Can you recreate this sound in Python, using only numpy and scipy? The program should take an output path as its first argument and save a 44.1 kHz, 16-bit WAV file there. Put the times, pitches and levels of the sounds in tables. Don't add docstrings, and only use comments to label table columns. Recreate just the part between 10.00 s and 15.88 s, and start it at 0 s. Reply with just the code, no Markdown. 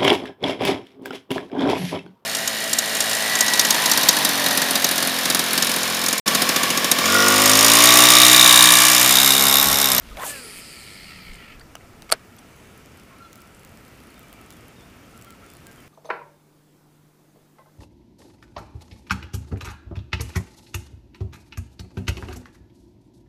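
import sys
import numpy as np
from scipy import signal
from scipy.io import wavfile
from scipy.ndimage import uniform_filter1d

SR = 44100
rng = np.random.default_rng(int(sys.argv[2]) if len(sys.argv) > 2 else 0)


def gain_from_db(level_db):
    decades = np.asarray(level_db, float) / 20
    return 10 ** decades


def put_to_file(sound):
    columns = np.atleast_2d(sound).T
    safe = np.clip(columns, -1, 1)
    whole_steps = np.round(safe * 32767)
    wavfile.write(sys.argv[1], SR, whole_steps.astype(np.int16))


N = 259308


def rms_one(x):
    return x / np.sqrt(np.mean(x ** 2) + 1e-20)


def in_time(rows):
    s, *columns = np.transpose(rows)
    t = np.arange(N) / SR
    fade = np.interp(t, [s[0] - .02, s[0], s[-1], s[-1] + .02], [0, 1, 1, 0])
    return [np.interp(t, s, c) for c in columns] + [fade]


def drift(rate):
    r = np.exp(-80 * np.pi * rate / SR)
    slow = signal.lfilter([1], [1, -2 * r, r * r], rng.standard_normal(N // 40 + 2002))[2000:]
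    return np.interp(np.arange(N) / 40, np.arange(len(slow)), rms_one(slow))


def lowpass(x, order, hz):
    return signal.sosfilt(signal.butter(order, hz, fs=SR, output="sos"), x)


def highpass(x, order, hz):
    return signal.sosfilt(signal.butter(order, hz, "high", fs=SR, output="sos"), x)


def band(x, low_hz, high_hz):
    return signal.sosfilt(signal.butter(2, [low_hz, high_hz], "band", fs=SR, output="sos"), x)


def resonate(x, peaks):
    out = 0
    for k, (hz, width, db) in enumerate(peaks):
        r = np.exp(-np.pi * abs(width) / SR)
        top = (1 - r * r) / 2 * np.array([1, 0, -1])
        ring = signal.lfilter(top, [1, -2 * r * np.cos(2 * np.pi * hz / SR), r * r], x)
        out = out + (-1) ** k * gain_from_db(db) * ring
    return out


def coloured(source, spectrum, patchy_db):
    hz, db = np.transpose(spectrum)
    out, together = 0, drift(1.5)
    edges = 18 * 2 ** np.arange(0, 10.1, 1 / 3)
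    for k, (low, high) in enumerate(zip(edges, edges[1:])):
        level = np.interp(np.log(low * high) / 2, np.log(hz), db)
        if level > -50:
            flicker = patchy_db * (.5 * together + drift(8.5))
            out = out + gain_from_db(level + flicker) * band(source[k % 2], low, high)
    return rms_one(out)


def gliding(hz, half_width_hz):
    phase = 2 * np.pi * np.cumsum(hz) / SR
    a, b = lowpass(rng.standard_normal((2, N)), 2, half_width_hz)
    return rms_one(a * np.cos(phase) + b * np.sin(phase))


def struck(modes, burst, spread_db):
    t = np.arange(3000) / SR
    hz, db, t60 = np.transpose(modes)[:, :, None]
    luck = rng.standard_normal((2, len(modes), 1))
    decay = gain_from_db(db + spread_db * luck[0] - 60 * t / t60)
    rings = decay * np.sin(2 * np.pi * hz * (1 + .012 * luck[1]) * t)
    sound = signal.fftconvolve(burst, rings.sum(axis=0))
    return sound / np.max(np.abs(sound))


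def add(out, sound, s):
    i = round(s * SR)
    out[i:i + len(sound)] += sound[:N - i]


# [f/Hz, level/dB per Hz]
LAKE_COLOUR = [(20, -10.5), (66, 1.5), (252, -0.5), (580, -9.5), (2850, -17.5), (3550, -26), (4400, -22),
               (15500, -30)]


def lake():
    return gain_from_db(-48.5) * coloured(rng.standard_normal((2, N)), LAKE_COLOUR, patchy_db=.7)


# [t/s, length/s, level/dB]
CALLER = [(1.074, 0.047, -60), (1.147, .2, -74), (1.367, 0.17, -64), (3.197, 0.087, -51),
          (3.363, 0.11, -59), (5.131, 0.058, -59), (5.255, 0.088, -55.5), (5.428, 0.048, -57)]
# [t/s, length/s, f/Hz, level/dB]
NOTES = [(0.114, 0.023, 1230, -51), (3.102, 0.053, 1080, -56), (3.219, .05, 4150, -66.5),
         (4.22, 0.044, 1250, -62), (4.234, 0.041, 2350, -60), (4.337, .1, 2350, -66),
         (4.383, 0.027, 1325, -59), (4.489, 0.084, 2320, -65), (5.24, 0.031, 1170, -63),
         (5.661, 0.055, 1605, -55), (2.98, .05, 1385, -63), (5.27, .05, 2060, -66)]
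# [t/s, length/s, start f/Hz, end f/Hz, level/dB]
WARBLE = [(3.23, .05, 3450, 3400, -68), (4.15, 0.054, 3700, 3580, -67), (4.28, .05, 3200, 3260, -69),
          (4.88, .04, 2960, 2950, -68), (5.14, .06, 2800, 2920, -68), (4.382, .05, 2610, 2650, -67),
          (4.51, 0.054, 3560, 3510, -67), (4.56, .045, 3450, 3020, -66), (4.63, .06, 2640, 3010, -66),
          (4.68, 0.035, 3100, 3160, -66), (4.76, .04, 3720, 3660, -66), (4.79, .035, 3660, 3330, -65),
          (4.815, .04, 3330, 3780, -65), (5.02, .06, 3230, 3150, -69), (5.25, 0.067, 3300, 3100, -67),
          (5.47, .09, 3470, 3510, -68), (5.776, 0.038, 3200, 3060, -62)]
CALLER_HZ, SAG = 1365, .95
FLOCK_DB = -60.5


def birds():
    out, shimmer = np.zeros(N), drift(50)
    notes = NOTES + [(s, length, CALLER_HZ, db) for s, length, db in CALLER]
    sagging = [(s, length, hz, None, db) for s, length, hz, db in notes]
    for s, length, start_hz, end_hz, db in WARBLE + sagging:
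        u = np.linspace(0, 1, round(length * SR))
        rough = 1 + 0.25 * shimmer[round(s * SR):][:len(u)]
        if end_hz:
            hz = start_hz + (end_hz - start_hz) * u
        else:
            hz = start_hz * (1 + (SAG - 1) * u ** 4)
        swell = np.minimum(u / .15, 1) * (1 - u) ** .4
        add(out, gain_from_db(db + 7.5) * rough * swell * np.sin(2 * np.pi * np.cumsum(hz) / SR), s)
    for lag, db in [(.023, -19.5), (.051, -16.5), (.087, -16)]:
        add(out, gain_from_db(db) * out.copy(), lag)
    flock = rms_one(resonate(rng.standard_normal(N), [(1300, 110, 0), (2300, 200, -9), (677, 60, -5)]))
    return out + gain_from_db(FLOCK_DB + 2 * drift(11)) * flock


# [t/s, level/dB, rise/s per 20 dB, fall/s per 20 dB]
GUSTS = [
    (0.0, -34, .03, .03),
    (.15, -36, .1, .04),
    (.59, -56, .06, .05),
    (1.07, -55, .18, .4),
    (1.31, -40, .07, .09),
    (1.57, -47, .06, .13),
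    (2.14, -56, .6, .1),
]
# [t/s, level/dB]
HULL_HUM = [(.9, -75), (1.05, -54), (1.3, -53), (1.42, -64)]
CALM_DB = -67


def buffet():
    t = np.arange(N) / SR
    gusts = gain_from_db(CALM_DB) * (t < 2.2)
    for s, db, rise, fall in GUSTS:
        gusts = gusts + gain_from_db(db - 20 * np.where(t < s, (s - t) / rise, (t - s) / fall))
    hum_db, hum_fade = in_time(HULL_HUM)
    hull = rms_one(resonate(rng.standard_normal(N), [(182, 6, 0)]))
    return gusts * rms_one(band(rng.standard_normal(N), 15, 48)) + hum_fade * gain_from_db(hum_db) * hull


# [t/s, level/dB]
WINDING = [(1.9, -72), (2.3, -64), (2.7, -59.5), (3.05, -61), (4.07, -63), (4.47, -61), (4.86, -63),
           (5.32, -61), (5.88, -65)]


def winding():
    db, fade = in_time(WINDING)
    return fade * gain_from_db(db + 1.5 * drift(6)) * rms_one(band(rng.standard_normal(N), 1700, 3100))


CRACKLE_PER_S, CRACKLE_DB = 75, -54


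def crackle():
    reeling = np.arange(N) > 2.25 * SR
    born = (rng.random(N) < CRACKLE_PER_S * gain_from_db(5 * drift(3)) / SR) * reeling
    sizes = gain_from_db(CRACKLE_DB + 2.8 * np.minimum(rng.exponential(1, N), 3)) * rng.choice([-1, 1], N)
    dealt = rng.integers(0, 3, N)
    out = 0
    for k, hz in enumerate([8200, 10800, 13000]):
        out = out + 6 * resonate(born * sizes * (dealt == k) + 1e-18, [(hz, 2500, 0)])
    return out


# [t/s, peak level/dB, centre f/Hz]
TICKS = [(2.776, -35, 10300), (2.8582, -32.5, 8780), (2.997, -33, 6060), (3.3293, -30, 6310),
         (3.3557, -30, 14000), (3.4174, -30, 13400), (3.5468, -31.5, 8150), (3.6326, -36, 10700),
         (3.6478, -29, 13900), (3.6912, -34, 10100), (3.7723, -34.5, 8450), (3.88, -34, 13600),
         (4.1414, -35, 12100), (4.1925, -31, 11100), (4.3274, -29, 11600), (4.4125, -34.5, 10800),
         (4.5042, -27, 10600), (4.524, -31, 9950), (4.681, -35.5, 11600), (4.8074, -37, 6140),
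         (5.1756, -31, 11000), (5.2125, -30.5, 8200), (5.222, -30, 8150), (5.2457, -31, 14300),
         (5.3045, -30, 8740), (5.5007, -32, 7700), (5.5355, -32, 11600), (5.5677, -34, 10600),
         (5.6674, -25.5, 8000), (5.7128, -31, 14700)]
FAINT_TICKS = [2.563, 2.9731, 3.0342, 3.1846, 3.3757, 3.404, 3.4734, 3.594, 3.673, 3.8491, 4.0027, 4.036,
               4.0701, 4.104, 4.1783, 4.2297, 4.2826, 4.337, 4.4607, 4.512, 4.535, 4.567, 4.6074, 5.19,
               5.3232, 5.4629, 5.514, 5.55, 5.72, 5.728, 5.759, 5.8036]
FAINT_DB, FAINT_HZ = -37.5, 10500
TICK_DULL_DB = -50


def ticks():
    out, t = np.zeros(N), np.arange(90) / SR
    dull = [(3200, -3, .004), (5000, 0, .003)]
    for s, db, hz in TICKS + [(s, FAINT_DB, FAINT_HZ) for s in FAINT_TICKS]:
        burst = rng.standard_normal(len(t)) * t / .0003 * np.exp(-t / 0.00032)
        snap = [(hz, 0, .002), (7800, -4, .002), (10800, -3, .0015), (13000, -4, .0015),
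                (15300, -4, .0015), (16200, -4, .001), (9200, -4, .001), (6000, -13, .001)]
        add(out, gain_from_db(db - 2.0) * struck(snap, burst, spread_db=2), s + .001)
        add(out, gain_from_db(min(TICK_DULL_DB, db - 14)) * struck(dull, burst, spread_db=3), s + .001)
    return out


# [t/s, f/Hz, level/dB]
SLACK = [(2.44, 6000, -80), (2.55, 6300, -68), (2.68, 6600, -70), (2.8, 6200, -74), (2.95, 6000, -82)]


def slack():
    hz, db, fade = in_time(SLACK)
    rub = gliding(hz, 300) + 0.88 * gliding(1.25 * hz, 300) + 0.97 * gliding(1.65 * hz, 300)
    return fade * gain_from_db(db) * rub


# [t/s, level/dB]
RUSTLE = [(0.0, -59), (0.032, -52), (0.166, -50), (0.174, -42), (0.19, -56), (0.198, -49), (0.24, -42)]


def rustle():
    db, fade = in_time(RUSTLE)
    low = band(rng.standard_normal(N), 1040, 4500)
    high = band(rng.standard_normal(N), 6500, 14000)
    return fade * gain_from_db(db + 2.0 * drift(87)) * rms_one(low + .3 * high)


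# [t/s, peak level/dB, main ring f/Hz, contact/s, bright part level/dB]
TAPS = [(.158, -36, 2300, 0.0018, -20), (.1705, -33, 2300, 0.0033, -20), (.197, -34, 3400, .002, -4),
        (1.7533, -25, 2960, 0.0018, -4), (1.767, -41, 2600, 0.0023, -15), (1.81, -44, 2080, .002, -9),
        (1.846, -50, 2500, .002, -10), (1.933, -43, 1000, .001, -6), (2.0212, -36, 4100, 0.001, 4),
        (2.028, -40, 2500, .001, -1), (2.045, -47, 3000, .001, 2), (2.366, -41, 12000, .0003, -6),
        (2.384, -40, 6400, .005, -30), (2.39, -39, 10900, .003, -30)]


def taps():
    out, t = np.zeros(N), np.arange(400) / SR
    edge = [(4650, 0, .003), (6100, 0, .003), (8000, -2, .002), (9800, -3, .002), (12500, -9, .002)]
    for s, db, hz, contact, bright_db in TAPS:
        burst = rng.standard_normal(len(t)) * np.exp(-t / max(contact, 1e-4))
        body = [(hz, 0, .006), (.52 * hz, -5, .008), (.75 * hz, -8, .006), (800, -7, .012)]
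        add(out, gain_from_db(db) * struck(body, burst, spread_db=1), s)
        add(out, gain_from_db(db + bright_db) * struck(edge, burst, spread_db=2), s)
    return highpass(out, 2, 400)


# [t/s, peak level/dB, f/Hz, t60/s]
PINGS = [(.0228, -43, 3210, .008), (.0483, -41, 2740, .012), (.0902, -41, 2600, .008),
         (.171, -35, 2270, .04), (.172, -37, 3430, .025), (.171, -40, 3950, .018), (.17, -40, 2600, .015),
         (.197, -37, 3420, .018), (.197, -39, 3050, .015), (1.596, -44, 4250, .015),
         (1.608, -39, 1450, .02), (1.612, -41, 4650, .025), (1.615, -41, 1800, .025),
         (1.754, -39, 800, .03), (1.7545, -37, 1420, .02), (1.764, -42, 1300, .04),
         (1.766, -44, 2750, .012), (1.808, -43, 2100, .015), (1.815, -47, 2700, .012),
         (2.023, -39, 850, .02), (2.092, -38, 2200, .05), (2.1005, -29, 1200, .018), (2.103, -36, 650, .02),
         (2.1178, -17, 3600, .008), (2.118, -26, 850, .02), (2.1228, -10, 1300, .018),
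         (2.1232, -12.5, 660, .025), (.234, -30, 1520, .03), (.236, -28, 620, .03), (2.131, -20, 680, .025),
         (2.137, -24, 1600, .015), (2.137, -31, 2200, .015), (2.143, -33, 440, .025),
         (2.388, -41, 8400, .012), (2.6, -48, 3100, .01), (3.19, -48, 4400, .006), (4.003, -46, 4600, .006),
         (4.105, -46, 4300, .01), (4.143, -43, 4500, .006), (4.512, -47, 4200, .01),
         (1.7535, -38, 6000, .008)]
CLACK_S, TAIL_DB, TAIL_T60_S = 2.124, -26, .09


def pings():
    out, t = np.zeros(N), np.arange(N) / SR
    for s, db, hz, t60 in PINGS:
        add(out, gain_from_db(db) * struck([(hz, 0, t60)], np.hanning(7), spread_db=0), s)
    after = (t - CLACK_S).clip(0)
    tail = gain_from_db(TAIL_DB - 60 * after / TAIL_T60_S) * np.minimum(after / .006, 1)
    return highpass(out, 4, 360) + tail * rms_one(band(rng.standard_normal(N), 400, 2400))


# [t/s, vortex f/Hz, level/dB]
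WHIP = [
    (.1, 500, -57),
    (.16, 565.6, -52),
    (.19, 715.3, -37),
    (.215, 1009, -34),
    (.235, 1150, -31.5),
    (.25, 914, -39),
    (.29, 589.5, -44),
    (.35, 453, -52),
    (.62, 350.2, -57),
]


def rod():
    hz, db, fade = in_time(WHIP)
    wide = rms_one(band(rng.standard_normal(N), 370, 1800))
    return fade * gain_from_db(db) * (gliding(hz, 130) + .35 * gliding(1.8 * hz, 200) + .7 * wide)


# [t/s, level/dB]
ZIP = [
    (0.18, -50),
    (0.266, -29.5),
    (0.308, -31.5),
    (0.322, -38),
    (0.35, -48),
]
# [f/Hz, level/dB per Hz]
ZIP_COLOUR = [(1800, -27), (2600, -1.5), (5000, -7.5), (8000, 1.5), (11000, -0.5), (13500, -1.5),
              (16000, -5)]


def line_zip():
    db, fade = in_time(ZIP)
    sizes = gain_from_db(3 * np.minimum(rng.exponential(1, (2, N)), 5)) * rng.choice([-1, 1], (2, N))
    snaps = rms_one(sizes * (rng.random(N) < 2500 / SR))
    rip = snaps + 0.95 * rng.standard_normal((2, N))
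    return fade * gain_from_db(db) * coloured(rip, ZIP_COLOUR, patchy_db=2.5)


# [t/s, peak level/dB, low body re bright/dB, contact/s, dull above f/Hz]
KNOCKS = [(2.093, -34, -16, 0.0028, 6000), (2.1003, -20, -18, 0.00073, 4500),
          (2.1134, -19, -10, .0006, 14000), (2.1143, -27, -6, .0006, 10000),
          (2.1176, -8, -17, 0.00048, 6050), (2.1187, -5.5, -20, 0.00049, 13000),
          (2.1224, -5.5, -24, 0.00067, 15000), (2.1231, 0, -26, 0.00089, 10200),
          (2.1249, -11, -14, .0008, 14100), (2.127, -12, -13, 0.00074, 9000),
          (2.1316, -30, 0, 0.0014, 10000), (2.1373, -23, -6, .0008, 14000), (2.194, -45, -17, 0.0054, 9000)]
# [t/s, peak level/dB, contact/s]
SNAPS = [
    (0.1704, -33, .0005),
    (.2, -42, .001),
    (.2355, -36, .0004),
    (.3005, -22, 0.00025),
    (0.307, -27, 0.00034),
    (1.334, -37, .003),
    (1.342, -38, 0.0024),
    (1.356, -37, .002),
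    (1.596, -39, 0.0028),
    (1.815, -47, 0.00061),
]
# [f/Hz, level/dB, t60/s]
BODY = [(420, -20, .03), (658, 7, 0.03), (790, 7, 0.035), (965, 4, 0.035), (1170, 11, 0.016),
        (1302, 14, 0.018), (1480, 12, 0.016), (1960, 2, 0.02), (2200, 3, 0.02), (2700, -1, 0.012)]
# [f/Hz, level/dB, t60/s]
METAL = [(3560, -11, 0.0047), (3870, -1.5, .006), (4550, 7, 0.005), (5200, 4, 0.0048), (6020, -1.5, 0.0054),
         (6700, 0, 0.0066), (7620, 2.5, .008), (8710, 9, 0.0055), (9680, 5.5, .006), (11300, 1, .005),
         (12180, -2, 0.0033), (13600, -2, .004), (15000, -10, .004)]
SNAP_BODY_DB, SNAP_TOP_HZ = -27, 14000


def knocks():
    out, t = np.zeros(N), np.arange(900) / SR
    snaps = [(s, db, SNAP_BODY_DB, contact, SNAP_TOP_HZ) for s, db, contact in SNAPS]
    for s, db, low_db, contact, top_hz in KNOCKS + snaps:
        decay = np.exp(-t / max(contact, 1e-4)) + .06 * np.exp(-t / 0.0046)
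        burst = rng.standard_normal(len(t)) * decay * np.minimum(t / 0.00014, 1)
        soft = lowpass(burst, 2, min(top_hz, 18000))
        add(out, gain_from_db(db) * struck(METAL, soft, spread_db=3), s)
        thud = np.exp(-t / .0001) + .2 * burst
        add(out, gain_from_db(db + low_db) * struck(BODY, thud, spread_db=2), s)
    return highpass(out, 6, 450)


# [f/Hz, width/Hz, level/dB]
FRAME = [(1720, 300, 0.5), (3050, 600, -2.5), (1320, 140, 4), (2300, 1500, -2)]
PLATE = [(4510, 1500, 15), (5540, 500, 0)]
RIM = [(8400, 3600, 25), (6800, 900, -11), (10300, 1800, 2), (12200, 1200, 8)]
LINE_HISS = [(12400, 1300, 2), (14900, 1300, 0)]
# [level at top speed/dB, loss/dB per octave of speed, launch/dB,
# loss to the thumb/dB, gain per line surge/dB]
WHIR_PARTS = [
    (-47.5, .5, 3.5, 1.5, 1.5),
    (-48, 1.1, 3, 12, 0.1),
    (-45, 5.0, -2, 14, 3.5),
    (-56.5, 3.2, -3, 6, 7),
]
# [t/s, frame f/Hz, side plate f/Hz]
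RIDGES = [(.3, 2500, 4650), (.66, 2330, 4850), (.82, 2380, 4250), (.97, 2200, 4350), (1.05, 2250, 4550),
          (1.2, 2200, 4350), (1.6, 2400, 4300)]
# [multiple, level/dB]
WHINE = [(17.8, -57), (36, -50.5), (54, -54), (71.5, -62)]
# [f/Hz, width/Hz, level/dB]
WHINE_PATH = [(2300, 1200, 0), (3050, 400, -4), (4500, 900, -2)]
RELEASE_S, WHIR_FROM_S, TOP_S, STOP_S = .2, .28, .33, 1.575
RELEASE_HZ, TOP_HZ, CRAWL_HZ, SLOWING_S = 272, 292, 30, .45
THUMB_FROM_S, THUMB_STOP_S = 1.05, .06
LAUNCH_S, SURGES_S, SURGE_WIDTH_S = .06, [.374, .58], .035
HUM_DB, HUM_DB_PER_OCTAVE, HUM_RISE_DB_PER_S = -45, 18, 90
HUM_ORDERS_DB = [-1, 0, -12, -9, -9, 3, -10, -12, -4, -2]
HUM_DULLS_DB = 3.0
TICK_DB, TICK_DB_PER_OCTAVE = -41, 6.0
RATTLE_HZ, RATTLE_DB = (178, 236), 14


def spool():
    t = np.arange(N) / SR
    slowing_hz = CRAWL_HZ + (TOP_HZ - CRAWL_HZ) * np.exp(-(t - TOP_S).clip(0) / SLOWING_S)
    spin_up_hz = np.interp(t, [RELEASE_S, TOP_S], [RELEASE_HZ, TOP_HZ])
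    turns_hz = np.where(t < TOP_S, spin_up_hz, slowing_hz)
    octaves = np.log2(TOP_HZ / slowing_hz)
    phase = np.cumsum(turns_hz * (1 + 0.011 * drift(30))) / SR

    launch = np.exp(-(t - WHIR_FROM_S).clip(0) / LAUNCH_S)
    thumb = np.interp(t, [THUMB_FROM_S, STOP_S], [0, 1])
    surge = sum(np.exp(-((t - s) / SURGE_WIDTH_S) ** 2) for s in SURGES_S)
    free = np.interp(t, [STOP_S - THUMB_STOP_S, STOP_S + .02], [1, 0])

    frame_hz, plate_hz, _ = in_time(RIDGES)
    ridges = [.8 * gliding(frame_hz, 200), .7 * gliding(plate_hz, 300), 0, 0]
    throbs = [.42, .25, .12, .2]
    whir = 0
    for peaks, ridge, row, throb in zip([FRAME, PLATE, RIM, LINE_HISS], ridges, WHIR_PARTS, throbs):
        top_db, octave_db, launch_db, thumb_db, surge_db = row
        db = top_db - octave_db * octaves + launch_db * launch - thumb_db * thumb + surge_db * surge
        rub = rng.standard_normal(N)
        part = rms_one(rms_one(resonate(resonate(rub, peaks), peaks)) + ridge)
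        once_a_turn = 1 + throb * np.cos(2 * np.pi * phase)
        whir = whir + gain_from_db(db + 0.7 + 1.13 * drift(7.6)) * part * once_a_turn

    low_hz, high_hz = RATTLE_HZ
    rattle = np.interp(slowing_hz, [low_hz - 10, low_hz, high_hz, high_hz + 10], [0, 1, 1, 0])
    tick_db = TICK_DB - TICK_DB_PER_OCTAVE * octaves + RATTLE_DB * rattle - 30 * thumb
    new_turn = np.diff(np.floor(phase), prepend=0) > 0
    pulses = new_turn * gain_from_db(tick_db + rng.normal(0, 1.2, N))
    tick = resonate(pulses + 1e-18, [(8900, 800, 13), (10300, 1200, 17), (5170, 900, 8)])

    hum = 0
    for k, db in enumerate(HUM_ORDERS_DB):
        level = gain_from_db(db - HUM_DULLS_DB * k * octaves + 2.9 * drift(14))
        hum = hum + level * np.sin(2 * np.pi * (k + 1) * phase)
    hum_db = HUM_DB - HUM_DB_PER_OCTAVE * octaves - HUM_RISE_DB_PER_S * (TOP_S - t).clip(0)

    whine = sum(gain_from_db(db) * gliding((order * turns_hz).clip(0, 15000), 50) for order, db in WHINE)
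    whine = resonate(resonate(whine, WHINE_PATH), WHINE_PATH)
    whir_on = np.interp(t, [WHIR_FROM_S - .02, WHIR_FROM_S], [0, 1])
    return free * ((whir + whine + tick) * whir_on + hum * gain_from_db(hum_db) * (t > RELEASE_S))


def scene():
    distance = lake() + birds()
    boat = buffet() + rustle() + rod() + line_zip()
    reeling = winding() + crackle() + ticks() + slack()
    reel = taps() + pings() + knocks() + spool()
    return (distance + boat + reeling + reel)[None]


def low_pass(x):
    return signal.sosfilt(signal.butter(12, 16470, fs=SR, output="sos"), x)


def record(dry):
    cut = signal.sosfiltfilt(signal.ellip(12, .1, 60, 15380, fs=SR, output="sos"), dry)
    power = highpass(dry, 2, 6000) ** 2
    sudden = uniform_filter1d(power, size=64) > 18 * uniform_filter1d(power, size=2048)
    near_click = np.minimum(30 * uniform_filter1d(sudden * 1., size=200), 1)
    gate = uniform_filter1d(near_click, size=150)
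    open_top = cut + gain_from_db(-8) * gate * (dry - cut)
    return low_pass(1.4 * np.tanh(open_top / 1.42))


dry = scene()
out = record(dry)
put_to_file(out)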